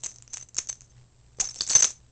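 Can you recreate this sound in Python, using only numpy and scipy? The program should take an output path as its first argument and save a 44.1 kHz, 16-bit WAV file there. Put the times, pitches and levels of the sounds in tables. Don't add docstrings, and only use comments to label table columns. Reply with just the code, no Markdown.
import sys
import numpy as np
from scipy import signal
from scipy.fft import rfft, irfft
from scipy.io import wavfile
from scipy.ndimage import uniform_filter1d

SR = 44100
rng = np.random.default_rng(int(sys.argv[2]) if len(sys.argv) > 2 else 0)


def bounce(signal):
    frames = np.transpose(np.atleast_2d(signal))
    limited = np.clip(frames, -1, 1)
    pcm = np.round(limited * 32767).astype(np.int16)
    wavfile.write(sys.argv[1], SR, pcm)


def gain_from_db(level_db):
    decades = np.asarray(level_db, float) / 20
    return 10 ** decades


N = 93183


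def band(x, hz, width):
    return signal.lfilter(*signal.iirpeak(hz, hz / width, fs=SR), x)


def unit(x):
    return x / np.sqrt(np.mean(x ** 2))


def add(out, s, piece):
    i = max(int(s * SR), 0)
    out[i:i + len(piece)] += piece[:N - i]


def floor():
    # [f/Hz, level/dB per Hz]
    hiss_colour = [(25, 2.5), (130, -7), (300, -13.5), (900, -21.5), (2500, -35.5), (5000, -30),
                   (6500, -26.5), (8500, -21)]
    # [f/Hz, rms level/dB]
    hum_lines = [(60, -66), (120, -65), (7596, -80), (7655, -81), (8370, -78)]
    # [f/Hz, width/Hz, rms level/dB]
    buzz_bands = [(61, 26, -66.5), (121.5, 20, -62.5)]
    hiss_db, dip_hz, dip_width_hz = -59.5, 8080, 800

    hz = np.arange(N // 2 + 1) * SR / N + 1
    colour_hz, colour_db = np.transpose(hiss_colour)
    colour = gain_from_db(np.interp(np.log(hz), np.log(colour_hz), colour_db))
    hiss = irfft(rfft(rng.standard_normal(N)) * colour, N)
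    hiss = hiss - band(hiss, dip_hz, dip_width_hz)

    t = np.arange(N) / SR
    hum = sum(gain_from_db(db) * np.sqrt(2) * np.sin(2 * np.pi * f * t) for f, db in hum_lines)

    buzz = np.zeros(N)
    for f, width, db in buzz_bands:
        waver = band(band(rng.standard_normal(N), f, width), f, width)
        buzz += gain_from_db(db) * unit(waver)
    return gain_from_db(hiss_db) * unit(hiss) + hum + buzz


def chatter():
    # [start t/s, length/s, level/dB]
    bursts = [(0, .023, -56.5), (0.035, .016, -33.5), (0.062, .007, -37), (0.076, .034, -53),
              (0.099, .07, -55.5), (0.334, .010, -36), (0.353, .03, -43.5), (0.396, .044, -54.5),
              (1.369, .064, -61.5), (0.5447, .003, -36.5), (0.584, .013, -42), (.607, .04, -52),
              (0.687, .012, -31.5), (0.729, .028, -53), (0.803, .06, -62.5), (1.397, .018, -30.5),
              (1.427, .026, -55), (1.45, .075, -50), (1.544, .06, -46), (1.606, .015, -37),
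              (1.627, .024, -44), (1.663, .033, -39.5), (1.696, .04, -27.5), (1.753, .021, -27),
              (1.778, .022, -38.5), (1.8, .007, -22), (1.821, .012, -23), (1.844, .017, -27.5),
              (1.876, .04, -42.5), (1.909, .034, -52)]
    # [f/Hz, width/Hz, level/dB]
    body = [(6220, 230, 10.5), (6500, 1940, -2.5), (7800, 2400, -0.5), (4500, 1000, -12),
            (2220, 1600, -20.5)]
    clicks_per_s, scatter_db, fade_s = 1000, 5.5, .002

    strikes = rng.random(N) < clicks_per_s / SR
    strength = gain_from_db(scatter_db * np.clip(rng.standard_normal(N), -2, 2))
    polarity = np.sign(rng.standard_normal(N))
    clicks = unit(strikes * strength * polarity)

    gate = np.zeros(N)
    for s, length, db in bursts:
        t = np.arange(int((length + .04) * SR)) / SR
        add(gate, s, gain_from_db(db) * np.exp(-np.maximum(t - length, 0) / fade_s))

    out = np.zeros(N)
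    for hz, width, db in body:
        out += gain_from_db(db) * band(band(clicks * gate, hz, width), hz, 2 * width)
    return 1.84 * out


def ticks():
    # [t/s, peak level/dB, f/Hz, snap level re peak/dB]
    head_down = [(.031, -39.5, 6800, -11.5), (.036, -17.5, 7800, -12.5), (.043, -21, 6200, -21.5),
                 (.048, -28, 6300, -20), (.056, -21, 7800, -16), (.0615, -16, 6670, -15.5),
                 (.1158, -32.5, 6000, -9.5), (.160, -33, 6220, -16), (.178, -48, 7000, -16),
                 (.185, -32.5, 6140, -29), (.2235, -28.5, 7160, -14), (.278, -33, 6000, -16),
                 (.3335, -21.5, 6800, -26), (.3409, -19, 6330, -18), (.3712, -19.5, 6500, -9),
                 (.3809, -30.5, 6500, -13), (.433, -36, 7650, -12), (.4872, -36, 7400, -17),
                 (.5455, -27, 6650, -29), (.555, -32.5, 6500, -22), (.5673, -16.5, 7050, -25),
                 (.5797, -18.5, 6300, -28), (.5847, -6, 6490, -19), (.5892, -14.5, 6620, -9),
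                 (.672, -27.5, 6330, -21), (.689, -24, 6530, -23), (.728, -25.5, 6220, -12),
                 (.808, -31.5, 6600, -17.5), (.819, -35, 6500, -16.5)]
    # [t/s, peak level/dB, f/Hz, snap level re peak/dB]
    head_back = [(1.4006, -10, 6240, -11.5), (1.4036, -7.5, 6500, -19), (1.4054, -12.5, 6500, -27),
                 (1.4105, -8.5, 6720, -12), (1.444, -20, 6220, -19), (1.4961, -28, 6700, -16),
                 (1.544, -28, 7540, -12), (1.5594, -25.5, 6700, -13.5), (1.5879, -26.5, 6300, -17),
                 (1.6082, -9.5, 4500, -17), (1.6102, -14, 4450, -24), (1.6137, -18, 6600, -22),
                 (1.6187, -18, 6500, -14), (1.638, -23, 6276, -19), (1.6662, -25.5, 5400, -22),
                 (1.676, -17.5, 6920, -18), (1.6882, -19, 7500, -18.5), (1.6959, -16, 5940, -21.5),
                 (1.6986, -15.5, 4680, -20.5), (1.7031, -9, 6670, -19.5), (1.7097, -10.5, 6500, -13.5),
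                 (1.7334, -14.5, 7020, -13.5), (1.7625, -8.5, 6980, -22.5), (1.804, -15.5, 6500, -17),
                 (1.8242, -4, 6500, -8.5), (1.8441, -1.5, 6650, -7.5), (1.856, -27, 6500, -16.5),
                 (1.8512, -24, 6800, -19.5), (1.9058, -22, 6550, -21.5)]
    # [t/s, peak level/dB, f/Hz]
    taps = [(.0455, -22, 6620), (0.0634, -22, 7430), (0.3353, -33, 6500), (.3377, -27, 6790),
            (0.367, -36, 6300), (.3749, -29.5, 6280), (0.6134, -35, 6360), (1.3973, -27, 5660),
            (1.408, -14.5, 6490), (1.4136, -13.5, 6300), (1.415, -19, 6080), (1.4177, -20.5, 6320),
            (1.437, -33, 7000), (1.4482, -25, 6060), (1.488, -33, 7000), (1.505, -35.5, 7500),
            (1.5645, -36, 6530), (1.5831, -34, 6160), (1.5905, -28, 6290), (1.5975, -32.5, 6300),
            (1.6068, -26, 6400), (1.617, -26.5, 5980), (1.6308, -31, 6160), (1.6351, -24, 6710),
            (1.6415, -30, 5930), (1.6488, -33, 5790), (1.679, -26.5, 6690), (1.6908, -26.5, 6600),
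            (1.7047, -18, 6180), (1.7062, -13.5, 6540), (1.7107, -16, 6300), (1.7153, -19, 7400),
            (1.727, -21, 6050), (1.7296, -23, 7000), (1.7361, -18.5, 6100), (1.7385, -21.5, 6260),
            (1.771, -13, 6340), (1.7757, -20.5, 6140), (1.7789, -20, 6060), (1.7977, -16, 7000),
            (1.8095, -17.5, 6500), (1.832, -10.5, 6800), (1.8366, -15, 6220), (1.8404, -13.5, 5960),
            (1.8635, -22, 6170), (1.877, -24, 6800), (1.8905, -27, 6600), (1.8978, -27, 6010)]
    tap_snap_db, snap_hz = -18, 2720
    decay_cycles = 2.73

    out, t = np.zeros(N), np.arange(300) / SR
    touches = head_down + head_back + [(*tap, tap_snap_db) for tap in taps]
    thump = np.sin(2 * np.pi * snap_hz * t) * np.exp(-t / 0.00043)
    for s, db, hz, snap_db in touches:
        attack = 1 - np.exp(-t * hz)
        tone = np.sin(2 * np.pi * hz * t) * np.exp(-t * hz / decay_cycles) * attack
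        scratch = rng.standard_normal(len(t)) * np.exp(-t / 0.00053)
        snap = 0.46 * thump + 0.75 * scratch
        add(out, s, 2.13 * gain_from_db(db) * (tone + gain_from_db(snap_db) * snap))
    return out


def rings():
    # [start t/s, length/s, level/dB, f/Hz]
    large_tag = [(0.0347, 0.0048, -32, 6220), (0.043, 0.003, -25, 6196), (0.051, 0.0036, -35, 6200),
                 (0.0645, 0.0027, -25.5, 6290), (0.07, 0.015, -42.5, 6220), (0.088, 0.011, -35.5, 6190),
                 (0.12, 0.0032, -43, 6200), (0.159, 0.0059, -43.5, 6140), (0.3, 0.027, -45, 6220),
                 (.327, 0.0054, -42.5, 6170), (0.343, 0.0053, -31, 6160), (0.399, 0.0078, -42, 6170),
                 (0.41, 0.0046, -37, 6220), (0.425, 0.0057, -34, 6210), (0.488, 0.0052, -43, 6230),
                 (0.6, 0.0044, -36, 6340), (0.616, .008, -38.5, 6330), (0.585, .0079, -25, 6260),
                 (.672, 0.0047, -41, 6100), (0.695, 0.0062, -25.5, 6290), (0.7275, 0.0026, -26.5, 6256),
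                 (0.895, 0.025, -51.5, 6250), (1.412, 0.0024, -21.5, 6240), (1.44, 0.0097, -33, 6200),
                 (1.453, 0.01, -27.5, 6150), (1.467, 0.0039, -31, 6140), (1.472, 0.006, -30, 6260),
                 (1.508, 0.0055, -32, 6190), (1.517, .007, -42.5, 6160), (1.527, .015, -44, 6130)]
    # [start t/s, length/s, level/dB, f/Hz]
    small_tags = [(.569, .011, -40, 5470), (.58, 0.014, -27, 5520), (1.421, 0.015, -38.5, 769.5),
                  (1.443, .033, -39, 5527), (1.488, .008, -30, 5510), (1.495, .024, -39.5, 5540),
                  (1.559, .006, -43.5, 4430), (1.562, .036, -41, 5450), (1.597, .005, -43, 3600),
                  (1.609, .078, -46, 3570), (1.6088, .003, -25, 4630), (1.609, 0.0014, -26, 3800),
                  (1.609, 0.0024, -25.5, 5340), (1.625, .03, -40, 5340), (1.607, .078, -43.5, 4514),
                  (1.714, .026, -26.5, 4408), (1.751, .02, -27, 4550), (1.772, .055, -28, 5530),
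                  (1.84, .012, -36, 5570), (1.87, .04, -39.5, 5460), (1.386, .004, -39.5, 461),
                  (1.41, .09, -42, 25.7), (1.556, .012, -47.5, 520), (1.754, .016, -36.5, 130),
                  (.053, .016, -52, 118)]
    # [start t/s, length/s, level/dB]
    jangle = [(1.716, .012, -26), (1.7406, .011, -22.5), (1.751, 0.015, -5), (1.7645, 0.007, -9.5),
              (1.781, 0.01, -19.5), (1.791, .0055, -16), (1.804, .005, -11.5), (1.822, .002, -12.5),
              (1.825, 0.005, -8), (1.8309, 0.0025, -7.5), (1.848, 0.0031, -12), (1.854, 0.0032, -16.5),
              (1.870, .013, -26), (1.953, .034, -48.5)]
    tag_hz = 6185
    t60_s, stop_s = 0.13, 0.00058
    wobble_db = 0.94
    attack_s, swell_s = 0.00037, .0007

    out = np.zeros(N)
    wobble = np.clip(unit(band(rng.standard_normal(N), 120.0, 300.)), -2, 1)
    for s, length, db, hz in large_tag + small_tags + [(*swing, tag_hz) for swing in jangle]:
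        t, i = np.arange(int((length + .01) * SR)) / SR, int(s * SR)
        decay = np.log(1000) * t / max(t60_s, 3 * length)
        damping = np.maximum(t - length, 0) / stop_s
        waver_db = -db / 10 * wobble_db * wobble[i:i + len(t)] * (hz > 400)
        attack = 1 - np.exp(-t / (attack_s + swell_s * max(-42 - db, 0)))
        shape = np.exp(-decay - damping) * gain_from_db(db + waver_db) * attack
        add(out, s, shape * np.sin(2 * np.pi * hz * (t + i / SR)))
    return out


def room(x):
    level_db, t60_s, delay_s = -11.5, .2, 0.0027
    t = np.arange(SR // 3) / SR
    tail = rng.standard_normal(len(t)) * np.exp(-np.log(1000) * t / t60_s) * (t > delay_s)
    return gain_from_db(level_db) * signal.fftconvolve(x, tail / np.sqrt(np.sum(tail ** 2)))[:N]


def scene():
    background = floor()
    clicks = chatter() + ticks()
    tones = rings()
    return (clicks + tones + room(clicks + .4 * tones) + background)[None]


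def low_pass(x):
    return signal.sosfilt(signal.butter(12, 15870, fs=SR, output="sos"), x)


def record(dry):
    # [t/s, level/dB]
    overloads = [
        (1.759, -50),
        (1.825, -26),
        (1.844, -43),
    ]
    grit_db, grit_s, top_hz = -9.5, 0.0013, 9650
    limit = 2 * 0.38

    envelope = uniform_filter1d(np.abs(dry), max(int(grit_s * SR), 1))
    grit = gain_from_db(grit_db) * envelope * rng.standard_normal(dry.shape)
    rounded = limit * np.tanh(dry / limit)
    top_cut = signal.cheby2(12, 70, top_hz, fs=SR, output="sos")
    mix = signal.sosfilt(top_cut, rounded + grit)
    for s, db in overloads:
        add(mix[0], s, gain_from_db(db) * np.array([1., -1.]))
    return low_pass(mix)


dry = scene()
out = record(dry)
bounce(out)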